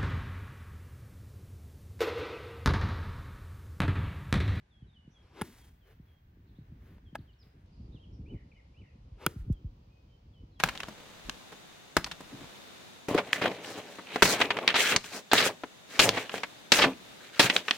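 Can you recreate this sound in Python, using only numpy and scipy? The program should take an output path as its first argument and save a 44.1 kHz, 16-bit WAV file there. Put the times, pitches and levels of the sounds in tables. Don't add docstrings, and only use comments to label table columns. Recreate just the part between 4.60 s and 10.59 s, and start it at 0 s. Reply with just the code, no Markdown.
import sys
import numpy as np
from scipy import signal
from scipy.fft import rfft, irfft, next_fast_len
from scipy.io import wavfile
from scipy.ndimage import map_coordinates

SR = 44100
rng = np.random.default_rng(int(sys.argv[2]) if len(sys.argv) > 2 else 0)


def wav_out(sig):
    wavfile.write(sys.argv[1], SR, np.round(np.clip(np.atleast_2d(sig).T, -1, 1) * 32767).astype(np.int16))


N = 264375


def amp(db):
    return 10 ** (np.asarray(db) / 20)


def unit(x):
    return x / np.sqrt(np.mean(x ** 2) + 1e-20)


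def along(points, hz):
    f, v = np.transpose(points)
    return np.interp(np.log(hz + 1), np.log(f), v)


def curves(rows):
    s, *cols = np.transpose(rows)
    return [np.interp(np.arange(N) / SR, s, c) for c in cols]


def filtered(x, response):
    m = next_fast_len(N + SR // 2)
    return irfft(rfft(x, m) * response(np.fft.rfftfreq(m, 1 / SR)), m)[..., :N]


def dull(x, hz):
    return signal.lfilter(*signal.butter(2, min(hz, SR / 2 - SR / 20), fs=SR), x)


def noise(spectrum, grain_db=0):
    grain = amp(grain_db * np.clip(rng.standard_normal(N), -2, 2))
    white = rng.standard_normal(N) * grain
    return unit(filtered(white, lambda hz: amp(along(spectrum, hz))))


def add(track, s, sound):
    part = track[max(round(s * SR), 0):][:len(sound)]
    part += sound[:len(part)]


def since(s):
    return np.maximum(np.arange(N) / SR - s, 0)


def bump(s, width):
    return np.exp(-((np.arange(N) / SR - s) / width) ** 2)


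def swell(t, rise):
    return t / rise * np.exp(1 - t / rise)


def wobble(rate):
    knots = rng.standard_normal(int(N * rate / SR) + 4)
    return map_coordinates(knots, [np.arange(N) * rate / SR])


def pushes(rows, stretch):
    out, t = np.zeros(N), np.arange(SR // 5) / SR
    for s, db, hz, rise in rows:
        cycles = np.log1p(stretch * hz * t) / stretch
        add(out, s, amp(db) * swell(t, rise) ** 1.2 * np.sin(2 * np.pi * cycles))
    return out


def eddies(strength_db, count=36):
    # (time [s], level [dB], start frequency [Hz], rise [s])
    strong = [(.222, -43.5, 302, .0066), (.477, -43.5, 304, 0.0035), (1.398, -43, 302, 0.0049),
              (1.986, -41, 349, .0048), (2.121, -41, 297, 0.0069), (3.198, -42.5, 330, 0.0055),
              (3.282, -43.5, 300, .011), (3.345, -42.5, 420, .0055), (3.591, -39.5, 400, 0.009),
              (3.715, -43, 453, 0.011), (3.741, -36, 482, .01), (4.517, -40.5, 179.7, .012),
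              (4.76, -33.5, 335, .011), (4.792, -34.5, 150, .018), (4.875, -33.5, 242, .012),
              (4.8995, -20, 420, .0105), (5.044, -31, 257, .012)]
    small_db, small_hz, small_rise_s = 4, 340, .006
    chance = []
    for u, size in rng.random((count, 2)):
        level_db = strength_db[int(u * N)] + small_db
        chance.append((u * N / SR, level_db, small_hz * 2 ** (size - .5), small_rise_s))
    return pushes([*strong, *chance], stretch=.522)


def wind():
    # (time [s], strength [dB])
    breeze = [(0.0, -66), (0.5, -61.5), (0.92, -63), (1.62, -62.5), (2.03, -53), (2.43, -55.5),
              (2.74, -61.5), (2.92, -61.5), (3.52, -50.5), (3.7, -49.5), (3.94, -60.5), (4.07, -59),
              (4.74, -55.5), (4.87, -49.5), (4.97, -51.5), (5.29, -60), (5.57, -59.5), (5.99, -55)]
    # (time of peak [s], strength over the breeze [dB], half-width [s])
    gusts = [(.26, 7.5, 0.038), (1.06, 5.5, 0.096), (1.4, 4.5, .08), (2.62, 4.5, 0.072), (2.96, 6, .05),
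             (3.29, 4, .1), (3.735, 11, 0.042), (3.87, 4.5, 0.044), (4.215, 7.5, .035), (5.83, 5.5, .04)]
    # (frequency [Hz], density [dB per Hz])
    rumble_colour = [(15, -32.5), (28, -13), (45, 1), (70, 2), (110, -2.5), (170, -9.5), (280, -18.5),
                     (450, -43), (800, -75)]
    flutter_colour = [(60, -28), (150, -8.5), (290, 0.5), (400, -6), (600, -21.5), (1200, -43),
                      (3000, -69.5)]
    # (frequency [Hz], density [dB per Hz])
    rush_colour = [(150, -50), (300, -15.5), (520, -0.5), (950, 1), (1500, -11.5), (3000, -24.5),
                   (8000, -44.5)]

    strength_db = curves(breeze)[0] + sum(db * bump(s, width) for s, db, width in gusts)
    lumps = unit(amp(2.2 * wobble(28)))
    rumble = amp(strength_db + 1) * noise(rumble_colour)
    flutter = amp(1.604 * strength_db + 19) * noise(flutter_colour)
    opposed = np.array([[1], [-1]])
    rush = amp(0.74 * strength_db - 36.5) * noise(rush_colour) * opposed
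    return lumps * (rumble + flutter) + rush + eddies(strength_db)


def air():
    # (frequency [Hz], density [dB per Hz])
    bunker_colour = [(210, -34.5), (350, -4.5), (505, -8.5), (652, -8), (1210, -11), (1310, -15.5),
                     (1520, -7.5), (2740, -14.5), (3060, -15), (5340, -23.5), (6070, -25), (7960, -32),
                     (11500, -35), (15800, -50.5)]
    fairway_colour = [(210, -41), (350, -6.5), (513, -2), (621, -8), (940, -10.5), (1640, -19.5),
                      (2960, -16), (3650, -19.5), (4780, -20), (6570, -27.5), (7840, -36), (11500, -39),
                      (13300, -43.5), (15800, -49)]
    # (start [s], length [s], level [dB], fading [dB per s])
    hisses = [(.8, 2.1, -85.5, 4.5), (4.65, 1.34, -91.5, 6)]
    move_s, bunker_db, fairway_db = 3.06, -75, -71.5

    bunker = np.array([noise(bunker_colour), noise(bunker_colour)])
    fairway = np.array([noise(fairway_colour), noise(fairway_colour)])
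    trees = np.where(np.arange(N) / SR < move_s, amp(bunker_db) * bunker, amp(fairway_db) * fairway)
    hiss = noise([(11000, -31), (14300, -1.5), (15700, -2), (16200, -31.5)])
    hiss_gain = np.zeros(N)
    for s, length, db, fading in hisses:
        sounding = (since(s) > 0) * (since(s) < length)
        hiss_gain += sounding * amp(db - fading * since(s))
    return amp(.5 * wobble(3)) * trees + hiss_gain * hiss


def whistle(hz):
    envelope = np.sqrt(np.abs(np.sin(np.linspace(0, np.pi, len(hz)))))
    return envelope * np.sin(2 * np.pi * np.cumsum(hz) / SR)


def note(length, start_hz, middle_hz, end_hz):
    u = np.linspace(0, 1, max(int(length * SR), 2))
    contour = np.polyfit([0, .5, 1], [start_hz, middle_hz, end_hz], 2)
    return whistle(np.polyval(contour, u))


def slur(length, hz, slide):
    t = np.arange(int(length * SR)) / SR
    slide_s = min(0.44 * length, 0.027)
    return whistle(hz * (1 + slide * np.exp(-(t / slide_s) ** 2)))


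def phrase(count=7):
    # (time in phrase [s], length [s], start [Hz], middle [Hz], end [Hz], relative level [dB])
    strokes = [(0, .02, 2250, 2430, 2650, -1), (.02, .05, 2420, 2990, 2783, 0)]
    trill_after_s, trill_gap_s, trill_note_s = .075, .0165, .014
    base_hz, first_lift, fall = 2257, .2, 0.24
    fade_db = 1.5

    out = np.zeros(SR // 2)
    for s, length, start, middle, end, db in strokes:
        add(out, s, amp(db) * note(length, start, middle, end))
    for k in range(count):
        hz = base_hz * (1 + first_lift * np.exp(-k) + rng.normal(0, .012))
        falling = note(trill_note_s, hz, hz * (1 - fall / 2), hz * (1 - fall))
        start = trill_after_s + k * trill_gap_s + rng.normal(0, .001)
        add(out, start, amp(rng.normal(0, 1) - fade_db * k) * falling)
    return out


def wood_echo(x, t60):
    t = np.arange(SR // 2) / SR
    tail = rng.standard_normal((2, len(t))) * np.exp(-np.log(1000) * t / t60)
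    return signal.fftconvolve(x[None], tail / np.linalg.norm(tail[0]), axes=1)[:, :N]


def birds():
    # (time [s], length [s], final pitch [Hz], starting offset [share of pitch], relative level [dB])
    slurs = [(.1, .1, 3296, 0.13, -68), (0.199, .06, 3000, .12, -70), (0.271, 0.052, 3620, .09, -70.5),
             (0.327, .1, 2926, .27, -63.5), (.53, 0.11, 3265, 0.093, -66.5),
             (.99, 0.078, 3220, 0.084, -67.5), (1.2, .08, 3040, 0.13, -71.5), (1.46, .14, 3250, 0.057, -74),
             (2.451, 0.058, 3130, 0.087, -66.5), (2.674, .048, 2850, .15, -65),
             (2.786, .049, 4880, .14, -66), (3.347, 0.044, 2690, .36, -62.5),
             (3.435, .06, 3230, 0.025, -68.5), (4.26, .075, 2470, .18, -70.5),
             (4.928, 0.078, 3120, .09, -69.5), (5.28, .16, 2520, -.06, -71.5),
             (5.475, .09, 3095, 0.027, -72), (5.725, .11, 3010, 0.15, -68), (5.915, .05, 3880, .11, -73),
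             (5.955, .045, 3200, 0.072, -69.5)]
    # (time [s], relative level [dB])
    chips = [(2.581, -64), (2.728, -66), (2.822, -62)]
    # (length [s], start [Hz], middle [Hz], end [Hz])
    chip_shape = (.015, 4920, 4130, 3100)
    # (time [s], relative level [dB])
    warbles = [(3.657, -58.5), (4.14, -61.5)]
    # (time [s], length [s], start [Hz], middle [Hz], end [Hz], relative level [dB])
    bent_calls = [(3.391, .066, 2960, 3235, 2580, -61), (3.916, .012, 2640, 2400, 2150, -59),
                  (3.947, .04, 2996, 2960, 2700, -68), (3.96, .05, 1894, 2180, 1750, -62)]
    # (time [s], length [s], mean pitch [Hz], sweep to each side [share of pitch], relative level [dB])
    twitters = [(.5, .031, 5400, .12, -75.5), (.62, .14, 5140, .08, -81.5), (1.862, .034, 3980, 0.13, -78),
                (1.947, .035, 3650, .12, -76), (3.12, .14, 4790, .07, -77), (3.32, .025, 3810, 0.084, -70),
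                (3.523, .035, 5060, .1, -75)]

    song, far = np.zeros(N), np.zeros(N)
    for s, length, hz, slide, db in slurs:
        add(song, s, amp(db) * slur(length, hz, slide))
    for s, db in chips:
        add(song, s, amp(db) * note(*chip_shape))
    for s, db in warbles:
        add(song, s, amp(db) * phrase())
    for s, length, start, middle, end, db in bent_calls:
        add(song, s, amp(db) * note(length, start, middle, end))
    for s, length, hz, sweep, db in twitters:
        for start in np.arange(s, s + length, .013):
            pitch = hz * np.exp(0.058 * rng.standard_normal())
            rising = note(.018, pitch * (1 - sweep), pitch, pitch * (1 + sweep))
            add(far, start, amp(db + rng.normal(0, 2)) * rising)
    song = song * amp(1.8 * wobble(70))
    near = amp(-4) * song + amp(-6) * wood_echo(song, t60=0.46)
    return near + amp(-5) * far + wood_echo(far, t60=0.3)


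def swings():
    # (time of top speed [s], half-width of speed peak [s], swish level [dB],
    #  shaft tone at top speed [Hz], shaft tone level [dB], downswing whisper level [dB])
    strokes = [(.793, .055, -51.5, 385, -53, -70), (4.636, .048, -50.5, 520, -54.5, -82)]
    # (frequency [Hz], density [dB per Hz])
    swish_colour = [(150, -33.5), (250, -5), (492, -3), (684, -9.5), (918, -5), (1740, -13), (1870, -18),
                    (2110, -11.5), (3090, -15.5), (5480, -25.5), (15800, -42.5)]
    swish_power, shaft_bend = 3.0, .25
    shaft_lag_s, shaft_width_s = .045, .075
    whisper_lead_s, whisper_width_s = .13, 0.13

    out, swish = np.zeros(N), noise(swish_colour)
    spread = np.array([unit(dull(rng.standard_normal(N), hz=65)) for _ in range(2)])
    for s, width, swish_db, hz, shaft_db, whisper_db in strokes:
        speed = 1 / (1 + ((np.arange(N) / SR - s) / width) ** 2)
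        phase = 2 * np.pi * np.cumsum(hz * speed ** shaft_bend) / SR
        tone = unit(spread[0] * np.cos(phase) + spread[1] * np.sin(phase))
        whisper = amp(whisper_db) * bump(s - whisper_lead_s, whisper_width_s)
        torn = amp(swish_db) * speed ** swish_power + whisper
        out += torn * swish
        out += amp(shaft_db) * bump(s + shaft_lag_s, shaft_width_s) * tone
    return out


def ring(s, modes, attack):
    out, t = np.zeros(N), np.arange(SR // 10) / SR
    tone = np.zeros(len(t))
    for hz, db, t60 in modes:
        tone += amp(db) * np.exp(-np.log(1000) * t / t60) * np.sin(2 * np.pi * hz * t)
    add(out, s, tone * (1 - np.exp(-t / attack)) ** 2)
    return out


def blows():
    # (time [s], impulse level [dB], low-pass cutoff [Hz])
    clicks = [(0.8134, -7, 2200), (.818, -18, 2500), (2.5545, -14, 1600), (2.5592, -20, 1700),
              (4.6639, -7, 17500)]
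    # (time [s], level [dB], rise [s], low-pass cutoff [Hz])
    crunches = [(.8138, -41, .00041, 17000), (.8168, -36.5, .0018, 2400), (.8165, -43.5, .0013, 17000),
                (2.381, -61, 0.0019, 1300), (2.5495, -48.5, 0.0018, 2700), (2.5538, -41, .0021, 1550),
                (2.5535, -51.5, 0.0021, 13000), (4.6636, -32.5, .0014, 17000), (4.6643, -23, .0012, 2400),
                (4.922, -63.5, 0.0041, 14000)]
    # (frequency [Hz], level [dB], decay time t60 [s])
    wedge = [(390, -26, 0.013), (642.4, -29, .015), (850, -23.5, .018), (1392, -26.5, 0.018),
             (1680, -31.5, .02), (2045, -42, .02), (2920, -44.5, .02)]
    wedge_face = [(9940, -18.5, .008), (10470, -14.5, 0.01)]
    shoe = [(682, -31.5, 0.024), (830, -30.5, 0.025), (1275, -41, 0.026), (1664, -29.5, 0.027),
            (2080, -36.5, .018), (2600, -39.5, 0.02), (3700, -60, .018)]
    iron = [(345, -19.5, 0.022), (520, -30.5, 0.0072), (1000, -25.5, 0.019), (1450, -14.5, 0.015),
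            (1840, -26, .012), (2400, -21, 0.01), (2750, -27, 0.017), (3277, -35, .028),
            (7040, -42.5, 0.014)]
    ground_s = .000588

    out, t = np.zeros(N), np.arange(SR // 20) / SR
    for s, db, hz in clicks:
        crack = amp(db) * dull(t == 0, hz)
        add(out, s, crack)
        add(out, s + ground_s, 1.3 * crack)
    for s, db, rise, hz in crunches:
        grit = unit(dull(rng.standard_normal(len(t)), hz))
        add(out, s, amp(db) * swell(t, rise) * grit)
    out = signal.lfilter(*signal.butter(1, 350, "high", fs=SR), out)
    bunker = ring(.8174, wedge, attack=0.00023) + ring(.8165, wedge_face, attack=.002)
    return out + bunker + ring(2.5541, shoe, attack=0.00015) + ring(4.6652, iron, attack=0.00015)


def thumps():
    # (time [s], level [dB], start frequency [Hz], rise [s])
    ground_thumps = [(.8145, -26.5, 382, 0.0027), (.8215, -30, 190, .0037), (2.528, -43.5, 400, 0.0067),
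                     (2.588, -42, 480, 0.0086), (4.6665, -27.5, 370.3, .005)]
    return pushes(ground_thumps, stretch=0.45)


def sand():
    # (time [s], level [dB], thinning [dB per s], time in flight [s])
    sprays = [(.815, -59.5, 27, .25), (4.666, -57.5, 115, 0.24)]
    # (time of peak [s], level [dB], half-width [s])
    scuffs = [(1.3, -66, .055), (1.5, -76, .08), (2.0, -80, 0.26), (2.29, -67.5, 0.08), (2.62, -73.5, 0.06),
              (2.87, -71.5, 0.051), (2.99, -76.5, .06)]
    # (frequency [Hz], density [dB per Hz])
    spray_colour = [(240, -28), (400, -2), (528, -7.5), (991, -3.5), (1100, -7.5), (1980, -3), (2460, -8.5),
                    (3340, -9), (7670, -12.5), (13500, -17), (15800, -18)]
    scuff_colour = [(240, -32), (400, 2), (665, -7), (799, -11), (1810, -8.5), (3500, -18.5), (5380, -24.5),
                    (6680, -26.5), (7320, -33), (14600, -25.5), (15800, -26)]
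    rise_s, landed_db_per_s = 0.0028, 135

    flying = np.zeros(N)
    for s, db, thinning, flight in sprays:
        level_db = db - thinning * since(s) - landed_db_per_s * since(s + flight)
        flying += (1 - np.exp(-since(s) / rise_s)) * amp(level_db)
    shifting = sum(amp(db) * bump(s, width) for s, db, width in scuffs)
    spray = flying * amp(1.6 * wobble(60)) * noise(spray_colour, grain_db=5)
    scuff = shifting * amp(1.3 * wobble(50)) * noise(scuff_colour, grain_db=4)
    return spray + scuff


def from_left(x):
    # (frequency [Hz], left minus right [dB])
    balance = [(60, 0.0), (130, 0.0), (290, 3.0), (640, 3), (1410, 2.0), (3100, 1.0), (6820, 0),
               (15000, -0.5)]
    # (frequency [Hz], lead [radians])
    lead = [(220, 0), (520, .5), (1800, .6), (2800, .1), (4800, -1.5), (5800, -1.8), (7000, -1.2),
            (7700, -1.9), (9600, -.85), (15000, -.45)]

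    def half(hz):
        return amp(along(balance, hz) / 2) * np.exp(.5j * along(lead, hz))

    return filtered(x, lambda hz: np.array([half(hz), 1 / half(hz)]))


def scene():
    golfer = swings() + blows() + thumps() + sand()
    width = amp(-16.5) * sand() * np.array([[1], [-1]])
    answer = amp(-30) * wood_echo(dull(golfer, hz=4000), t60=.8)
    return wind() + air() + birds() + from_left(golfer) + width + answer


def record(dry):
    return filtered(dry, lambda hz: 1 / np.sqrt(1 + (hz / 16100) ** 160))


dry = scene()
out = record(dry)
wav_out(out)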